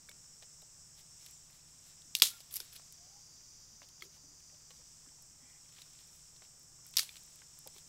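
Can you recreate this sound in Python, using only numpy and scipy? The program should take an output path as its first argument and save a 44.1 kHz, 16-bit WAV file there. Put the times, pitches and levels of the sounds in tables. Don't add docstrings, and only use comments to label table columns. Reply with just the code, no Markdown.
import sys
import numpy as np
from scipy import signal
from scipy.fft import rfft, irfft
from scipy.io import wavfile
from scipy.ndimage import uniform_filter1d

SR = 44100
rng = np.random.default_rng(int(sys.argv[2]) if len(sys.argv) > 2 else 0)


def inscribe(sig):
    pcm = np.round(np.clip(np.atleast_2d(sig).T, -1, 1) * 32767)
    wavfile.write(sys.argv[1], SR, pcm.astype(np.int16))


def how_loud(loudness_db):
    steps = np.asarray(loudness_db, float) / 20
    return 10 ** steps


N = 347508
T = np.arange(N) / SR

# start_s, peak_db, loudest_hz, body_db (below 2 kHz), steam_db (re the peak)
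POCKETS = [(2.1511, -16, 5300, -36, -14), (2.1675, -27, 9860, -13, -13), (2.199, -28, 4920, -3, -15),
           (2.2205, -3.5, 5130, -9.5, -10.5), (2.404, -41.5, 4870, -5, -8),
           (2.5404, -28, 13300, -12.5, -21), (2.5463, -38, 6040, -5, -15), (2.5517, -33, 13100, -12, -14),
           (2.5535, -37, 13100, -12, -12), (2.558, -26.5, 12890, -15, -12), (2.5628, -30, 13550, -5, -18),
           (2.5666, -27, 11200, -11, -16), (2.5676, -25, 13500, -11, -14), (2.5687, -37, 11500, -11, -14),
           (2.5714, -41, 13400, -8.5, -19), (2.6014, -34, 10000, 8, -16.5), (2.6019, -28.5, 5330, 8, -12.5),
           (2.7278, -44, 5310, -7, -7.5), (2.762, -40.5, 3700, -2, -9), (6.9686, -18.5, 6500, -7, -11),
           (6.9793, -27, 5020, -1, -17), (6.984, -16, 5300, -4, -29), (6.9909, -15.5, 4570, 3.5, -13.5),
           (6.9936, -18, 4660, 6, -12.5), (7.0315, -39, 8000, 21, -18)]
# frequency_hz, gain_db
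BAND_LIMIT = [(15700, 0), (15800, -90)]


def level(x, db):
    return x * how_loud(db) / np.sqrt(np.mean(x ** 2))


def gains(table, count):
    hz, db = np.transpose(table)
    bin_hz = np.arange(count // 2 + 1) * SR / count
    return how_loud(np.interp(np.log(bin_hz + 1), np.log(hz), db))


def shape(x, table):
    return irfft(rfft(x) * gains(table, len(x)), len(x))


def colour(x, table):
    return level(shape(x, table), 0)


def hump(hz, octaves, below_db, above_db):
    return [(hz / 2 ** octaves, below_db), (hz, 0), (hz * 2 ** octaves, above_db)]


def walk(rate):
    k = int(SR / rate)
    held = np.repeat(rng.standard_normal(N // k + 1), k)
    return uniform_filter1d(uniform_filter1d(held, k), k)[:N]


def add(out, s, sound):
    i = int(s * SR)
    out[i:i + len(sound)] += sound[:N - i]


def burst(noise, rise_s, t60):
    t = np.arange(len(noise)) / SR
    rise = 1 - np.exp(-(t / rise_s) ** 2)
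    y = noise * rise * how_loud(-60 * t / max(t60, .002))
    return y / np.abs(y).max()


def clicks(table, octaves, rise_s, skirts_db=None):
    out = np.zeros(N)
    for s, db, hz, t60, *own_db in table:
        spectrum = hump(hz, octaves, *(own_db or skirts_db)) + [(hz * 3 ** octaves, -40)]
        noise = colour(rng.standard_normal(8192), spectrum)
        add(out, s, how_loud(db) * burst(noise, rise_s, t60))
    return shape(out, BAND_LIMIT)


def tone(rows, rough):
    s, hz, db = np.transpose(rows)
    fade = np.clip(np.minimum(T - s[0], s[-1] - T) / 0.014, 0, 1)
    phase = 2 * np.pi * np.cumsum(np.interp(T, s, hz)) / SR
    wave = np.sin(phase) * (1 + rough * walk(300))
    return np.sqrt(2) * wave * fade * how_loud(np.interp(T, s, db))


def outdoor_air():
    # frequency_hz, density_db (per Hz)
    air_spectrum = [(15, 0.5), (40, -5), (110, -5.5), (165, -5.5), (200, -10.5), (450, -17.5),
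                    (1200, -16.5), (3000, -28.5), (9000, -26.5), (15000, -32.5)]
    return level(colour(colour(rng.standard_normal(N), air_spectrum), BAND_LIMIT), -71)


def engine():
    harmonics = [(2, -88), (3, -89.5), (4, -83.5), (5, -83), (6, -86.5), (7, -87.5), (8, -80.5), (9, -95),
                 (10, -77.5), (11, -81.5), (12, -99), (14, -99), (15, -91)]
    firing_hz = 14.68
    turn = 2 * np.pi * np.cumsum(firing_hz * (1 + 0.0014 * walk(1.1))) / SR
    out = np.zeros(N)
    for k, db in harmonics:
        wavering = how_loud(db + 1.8 * walk(3.7))
        out += np.sqrt(2) * wavering * np.sin(k * turn + 3.2 * rng.random())
    return out


def insects():
    # frequency_hz, density_db (per Hz)
    song_high = [(4300, -27), (4870, -11.5), (5250, -1.5), (5440, 2.5), (5700, -3), (5830, 1), (6250, -5.5),
                 (7100, 0), (7250, -5.5), (7570, 1), (8050, -0.5), (8400, -5.5), (9400, -16.5),
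                 (11000, -33)]
    # frequency_hz, density_db (per Hz)
    song_low = [(2470, -44), (4200, -21.5), (4390, -20.5), (4500, -8), (4750, -1), (5340, -2.5),
                (5990, 1.5), (6350, -2), (7210, -2.5), (7730, -10.5), (8070, -18), (8650, -13.5),
                (10000, -26), (13000, -59), (22000, -120)]
    # time_s, pitch_hz, level_db
    near_chirp = [(1.305, 7500, -74), (1.34, 7500, -71), (1.36, 7000, -76), (1.42, 7400, -76)]
    choir_db = -59
    sag_s, sag_takes_s, recover_s, recover_takes_s = 2.96, 0.12, 4.75, .18
    falling = np.tanh((T - sag_s) / sag_takes_s / 2)
    recovering = np.tanh((T - recover_s) / recover_takes_s / 2)
    low = np.clip(np.interp((falling - recovering) / 2, (0, 1), (.05, 0.92)), 0, 1)
    echoes = np.zeros(N)
    echoes[rng.integers(100, 1500, 12)] = 0.1 * rng.standard_normal(12)
    echoes[0] = 1
    high_voices, low_voices = [colour(rng.standard_normal(N), song) * how_loud(walk(8.1))
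                               for song in (song_high, song_low)]
    choir = np.sqrt(1 - low) * high_voices + np.sqrt(low) * low_voices
    choir = level(irfft(rfft(choir) * rfft(echoes), N), choir_db)
    return colour(choir + tone(near_chirp, rough=5.3), BAND_LIMIT) * how_loud(choir_db)


def faint_pips():
    when, pitch, size = rng.random((3, 60))
    low_hz, high_hz = 600, 3500
    hz = low_hz * (high_hz / low_hz) ** pitch
    pips = [(s * T[-1], -75 + 10 * g, f, .06) for s, f, g in zip(when, hz, size)]
    return clicks(pips, .3, .003, (-20, -20))


def whistles():
    # time_s, pitch_hz, level_db
    jets = [
        [(2.3, 1290, -75), (2.316, 1387, -68), (2.36, 1405, -70), (2.375, 1361, -70), (2.39, 1330, -77)],
        [(2.97, 668, -79), (3.03, 702, -74.5), (3.112, 788, -77), (3.164, 815, -71), (3.23, 812, -82.5)],
    ]
    return sum(tone(rows, rough=0.59) for rows in jets)


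def wheeze():
    # centre_hz, width_hz, gain_db
    resonances = [(800, 90, -7), (1030, 80, -5), (2000, 300, 0), (2350, 150, -5), (3250, 120, -4)]
    middle_s, lasts_s = 5.49, .19
    hz = np.arange(N // 2 + 1) * SR / N
    pipe = sum(how_loud(db) / (1 + (2 * (hz - f_hz) / width) ** 2) for f_hz, width, db in resonances)
    swell = np.exp(-((T - middle_s) / (lasts_s / 2)) ** 2) * how_loud(2.0 * walk(37))
    return level(irfft(rfft(rng.standard_normal(N)) * pipe, N), -70.5) * swell


def sticks():
    # start_s, peak_db, pitch_hz, t60_s
    soft_knocks = [(2.049, -61.5, 244, .15), (3.713, -70, 225, 0.12), (4.014, -58.5, 382, 0.14),
                   (4.039, -59, 372, 0.13), (4.229, -63, 260, 0.14), (4.269, -66, 282, .13),
                   (4.309, -63, 311, 0.1), (4.51, -68, 626, 0.19), (4.779, -65, 500, 0.14),
                   (5.064, -58.5, 295, 0.071), (5.18, -66, 903, 0.028), (5.421, -61.5, 254, 0.1),
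                   (7.753, -59, 387, 0.06), (7.859, -59, 225, .11)]
    # start_s, peak_db, pitch_hz, t60_s
    dull_thuds = [
        (.089, -58, 550, 0.061),
        (.422, -61, 600, 0.066),
        (.621, -58.5, 594, 0.04),
        (2.2206, -40, 330, .045),
        (2.2206, -41, 800, .03),
        (2.6, -56, 434, 0.062),
        (3.816, -57, 600, 0.098),
        (6.418, -59, 774, 0.045),
        (6.9685, -45.5, 1050, 0.027),
        (7.658, -49, 600, 0.071),
    ]
    knocks = clicks(soft_knocks, .55, 0.0091, (-26, -24))
    return knocks + clicks(dull_thuds, 0.9, 0.0048, (-14, -14))


def rustle():
    # time_s, level_db
    heat_stir = [(0, -72.5), (.88, -75), (1.21, -70), (2.0, -71.5), (2.81, -71), (3.56, -71.5),
                 (4.3, -76.5), (4.89, -71.5), (5.4, -76), (5.88, -67.5), (6.28, -71), (6.67, -77),
                 (7.35, -69), (7.88, -69.5)]
    # middle_s, length_s, dull_db (1.5-4 kHz), bright_db (10-15 kHz)
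    slides = [(0.43, 0.021, -64, -76), (0.995, 0.052, -65, -69), (1.265, 0.13, -71.5, -71),
              (1.552, .05, -73, -74), (1.885, 0.088, -71, -74), (2.533, 0.031, -60, -51),
              (2.595, 0.012, -80, -58), (2.734, 0.015, -64, -56), (2.76, 0.015, -57, -53),
              (3.835, 0.027, -68, -82), (4.041, .04, -66, -64.5), (4.15, .05, -71, -76),
              (4.711, 0.014, -65, -80), (4.758, 0.086, -80, -78), (5.789, 0.1, -67, -75.5),
              (6.008, 0.069, -73.5, -78), (6.158, 0.094, -85, -73), (6.444, 0.041, -72, -79),
              (6.881, 0.038, -75, -71.5), (6.958, 0.01, -58, -58), (7.033, 0.035, -87, -67),
              (7.189, 0.015, -82, -72), (7.77, 0.073, -69.5, -72)]
    stir_db = np.interp(T, *np.transpose(heat_stir))
    bright_db = -79.5 + 1.5 * (stir_db + 72)
    swell = how_loud(np.array([stir_db, bright_db]) - 3.5)
    cinders_db, cinders_t60_s = np.array([-50.5, -52]), 0.61
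    for s, db, *_ in POCKETS:
        i = int(s * SR)
        decay = how_loud(-60 * (T[i:i + SR] - s) / cinders_t60_s)
        swell[:, i:i + SR] += how_loud(db + cinders_db)[:, None] * decay
    for mid, length, *db in slides:
        near = slice(int((mid - 2 * length) * SR), int((mid + 2 * length) * SR))
        swell[:, near] += how_loud(np.array(db))[:, None] * np.exp(-((T[near] - mid) / (length / 2)) ** 2)
    sizes = np.minimum(rng.exponential(size=(2, N // 32 + 1)), 6)
    grain_gain = how_loud(2.3 * sizes).repeat(32, axis=1)[:, :N]
    grains = rng.standard_normal((2, N)) * grain_gain
    dull = colour(grains[0], [(300, -14.5), (900, -10), (3500, 1.0), (5000, 1.0), (8000, -25.5)])
    bright = colour(grains[1], [(6000, -24.5), (9500, 3.0), (13000, 0.5), (15500, -2.0)])
    return dull * swell[0] + colour(bright, BAND_LIMIT) * swell[1]


def twigs():
    # start_s, peak_db, pitch_hz, below_db (far below that pitch)
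    twig_ticks = [(0.1134, -48.5, 2210, -14), (0.4237, -44.5, 3640, -7.5), (0.6187, -50, 3760, -13),
                  (1.2624, -42.5, 3540, -19), (1.4993, -54, 2830, -6), (2.0188, -49.5, 4040, -22),
                  (2.5085, -44.5, 3530, -25), (2.7954, -53, 1360, -4), (2.9236, -58, 3600, -18),
                  (2.982, -59.5, 2690, -12), (3.0476, -61, 3700, -12.5), (3.4078, -61, 1154, -12),
                  (3.979, -61.5, 1360, -11), (4.403, -59, 2500, -6), (4.4973, -62, 2500, -11.5),
                  (4.5452, -57, 3700, -12), (4.607, -61, 2600, -10), (4.7627, -60, 4300, -9.5),
                  (4.8126, -59, 2000, -10), (5.0201, -62, 3170, -12), (5.0875, -60, 1970, -12),
                  (5.309, -62, 2080, -12), (5.345, -67, 3220, -12), (5.6587, -57.5, 3000, -11),
                  (5.6901, -57, 2900, -11.5), (.241, -59, 2000, -8), (3.8881, -52, 3900, -16),
                  (4.0083, -48, 3340, -23), (5.7228, -51.5, 4230, -14), (5.788, -49.5, 3430, -0.5),
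                  (5.8173, -40.5, 4100, -19), (5.9319, -51, 4260, -21), (5.9496, -54.5, 2650, -15),
                  (5.989, -49.5, 3590, -21), (6.3626, -51, 3880, -16), (6.4203, -48.5, 2250, -16),
                  (6.8573, -54, 1400, -30), (6.9385, -40, 4060, -14), (7.1662, -41, 4500, -17),
                  (7.1705, -44, 3200, -16), (7.357, -61, 3390, -16), (7.418, -49, 1184, -35),
                  (7.6742, -43.5, 3500, -17), (7.3893, -55, 3500, -12), (7.3028, -59, 4000, -17),
                  (7.7633, -49.5, 3470, -1), (7.7816, -44.5, 3700, -19)]
    t60_s, above_db = 0.025, -12.5
    rows = [(s, db, hz, t60_s, below_db, above_db) for s, db, hz, below_db in twig_ticks]
    return clicks(rows, 1.44, 0.00054)


def snaps():
    # start_s, peak_db, pitch_hz
    fibres = [(0.0942, -36.5, 9000), (.117, -52, 12000), (.6203, -45, 12000), (1.2632, -36, 11200),
              (1.3105, -40, 12000), (1.5085, -48, 10600), (2.1519, -21.5, 5500), (2.188, -27, 10020),
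              (2.2208, -8, 8950), (2.2425, -22, 12500), (2.2607, -28, 10990), (2.2775, -36, 7950),
              (2.2885, -35, 11980), (2.3045, -32, 12500), (2.308, -39, 12400), (2.371, -43, 12000),
              (2.4047, -42, 9000), (2.5115, -38, 12500), (2.54, -29, 12000), (2.5456, -38.5, 6000),
              (2.5574, -23, 13000), (2.563, -24, 10000), (2.5782, -33, 11000), (2.5865, -39, 11000),
              (2.647, -46, 12100), (2.9247, -35, 11500), (3.888, -45, 13000), (4.0097, -52, 11000),
              (4.0236, -37.5, 10600), (4.4046, -51, 11000), (4.7061, -51, 11900), (5.2242, -41, 11400),
              (5.7244, -54, 10100), (5.8208, -42, 10000), (6.0738, -47, 10000), (6.1608, -49.5, 13000),
              (6.5956, -48, 11000), (6.6317, -47, 10000), (6.8507, -48, 12000), (6.8664, -36, 12000),
              (6.889, -43, 12200), (6.9099, -45, 12400), (6.936, -45, 11500), (6.958, -44, 11000),
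              (6.969, -10, 7030), (6.977, -22, 6000), (7.0314, -29, 7000), (7.1944, -51, 10000),
              (7.235, -44.5, 11000), (7.2644, -46, 10000), (7.3028, -51, 10000), (7.3583, -41, 11000),
              (7.3893, -53, 9000), (7.5892, -34.5, 10060), (7.6743, -29.5, 10500), (7.7003, -49, 11500),
              (7.748, -52, 11500), (7.7822, -42, 10700), (6.9944, -16, 6000), (6.985, -17.5, 7980)]
    out, t = np.zeros(N), np.arange(1024) / SR
    for s, db, hz in fibres:
        u = (t * hz - 1) / 0.21
        shock = u * np.exp(.5 - u ** 2 / 2)
        scatter = colour(rng.standard_normal(len(t)), hump(hz, 1.2, -13.5, -9.5))
        tail = burst(scatter, 0.00024, .008)
        add(out, s - 1 / hz, how_loud(db) * (shock + how_loud(-11.5) * tail))
    return shape(out, [(1000, -12), (4000, -3.5), (13000, 2)])


def rings():
    # (pitch_hz, level_db, t60_s)
    blows = [
        (0.088, -46.5, [(1620, 2.5, 0.016), (2230, -1.5, 0.081)]),
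        (0.0924, -41.5, [(3540, -2, 0.018), (4480, -9, 0.015), (5000, -12, .025)]),
        (2.1513, -15, [(2850, -5, 0.011), (3750, 3, 0.0092), (4600, -15, 0.013), (5400, -8, 0.018), (6400, -9, .015)]),
        (6.972, -12, [(3860, -3, 0.0056), (4530, -5, 0.0076), (5500, -2, 0.0048)]),
        (2.2207, -1, None),
        (3.8185, -44, [(1100, 1.5, 0.012), (1590, -5, .012), (2130, -6, .015), (2750, -4, 0.018)]),
        (4.0224, -34, [(1310, -3.5, 0.021), (2160, 2.5, 0.021), (3320, -2, 0.023), (4400, -4, 0.026)]),
        (4.7059, -49, [(498, -2, 0.058), (820, -7.5, 0.059), (1103, -8, 0.057), (1860, -6, 0.026), (2920, -3, 0.026), (4160, -1, 0.02)]),
        (7.0918, -36, [(2410, -2, 0.026), (3550, 1, 0.022), (4400, 0, .015)]),
        (2.602, -31, [(1500, -10.5, 0.016), (3600, -6, .015), (5330, 0, 0.018)]),
    ]
    # pitch_hz, level_db, t60_s
    split_modes = [(960, -26.5, .04), (1393, -26, 0.043), (2270, -13, 0.016), (2900, -6, .012),
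                   (3360, -1, 0.014), (3760, -10.5, 0.03), (4760, 0, 0.0099), (5330, -1.5, 0.014),
                   (6100, -10, 0.015)]
    out, t = np.zeros(N), np.arange(8192) / SR
    for s, db, modes in blows:
        modes = modes or split_modes
        ring = np.zeros(len(t))
        for hz, mode_db, t60 in modes:
            ring += how_loud(mode_db - 60 * t / t60) * np.sin(2 * np.pi * (hz * t + rng.random()))
        ring *= 1 - np.exp(-(t / 0.000083) ** 2)
        low_hz, *_, high_hz = [hz for hz, mode_db, t60 in modes if mode_db > -15]
        band = [(low_hz / 3, -25), (low_hz, 0), (high_hz, 0), (2.0 * high_hz, -25)]
        scuff = burst(colour(rng.standard_normal(len(t)), band), 0.00013, 0.0066)
        ring = ring / np.abs(ring).max() + how_loud(-3.5) * scuff
        lowest_hz = modes[0][0]
        ring = colour(ring, [(lowest_hz / 2, -16), (lowest_hz * .85, 0)])
        add(out, s, how_loud(db) * ring / np.abs(ring).max())
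    return out


def pops():
    # frequency_hz, density_db (per Hz)
    crack_spectrum = [(120, -65.5), (200, -36), (1180, -13), (1810, -12.5), (2210, -9.5), (4350, -7.5),
                      (5130, -4.5), (6520, -14), (8580, -13), (12600, -5.5), (16000, -21)]
    # frequency_hz, density_db (per Hz)
    steam_spectrum = [(180, -53.5), (300, -21.5), (537, -24.5), (701, -20.5), (1810, -15), (3700, -3),
                      (6410, -7), (12900, -11), (16000, -18.5)]
    out = np.zeros(N)
    for s, db, hz, body_db, steam_db in POCKETS:
        wood_noise, steam_noise, spit_noise = rng.standard_normal((3, 16384))
        wood = colour(colour(wood_noise, crack_spectrum), [(1300, body_db), (2600, 0)])
        crack_t60 = .015 * (5000 / hz) ** 1.1
        crack = burst(colour(wood, hump(hz, 1.9, -12, -14.0)), 0.00039, crack_t60)
        spit = how_loud(17 * uniform_filter1d(spit_noise, size=64))
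        steam_t60 = 0.13 * np.exp(0.017 * (db + steam_db + 40.5)) * (5000 / hz) ** 0.83
        jet = colour(colour(steam_noise, steam_spectrum), hump(hz, 1.8, -7.0, -1.5))
        steam = burst(jet * spit, .003, steam_t60)
        add(out, s, how_loud(db) * (crack + how_loud(steam_db) * steam))
    return out


def scene():
    # frequency_hz, gain_db
    crack_band = [(150, -12), (1200, 0.0), (15900, 1.0), (16300, -8), (16750, -20), (16900, -80)]
    background = outdoor_air() + insects() + faint_pips()
    sap = whistles() + wheeze()
    fire = rustle() + twigs() + shape(snaps() + rings() + pops(), crack_band)
    middle = background + sap + sticks() + fire
    return middle + engine() * how_loud(np.array([[-.4], [.4]]))


def low_pass(x):
    return signal.sosfilt(signal.butter(12, 16790, fs=SR, output="sos"), x)


def record(dry):
    # frequency_hz, density_db (per Hz)
    hiss_spectrum = [(15, -0.5), (30, 4), (150, -3), (270, -2), (600, -6.5), (4000, -10.5), (10000, -11),
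                     (15000, -9.5)]
    hiss = [level(colour(colour(rng.standard_normal(N), hiss_spectrum), BAND_LIMIT), -71) for _ in dry]
    rounded = np.tanh((dry + np.array(hiss)) / 2.2) * 2.2
    return low_pass(rounded)


dry = scene()
out = record(dry)
inscribe(out)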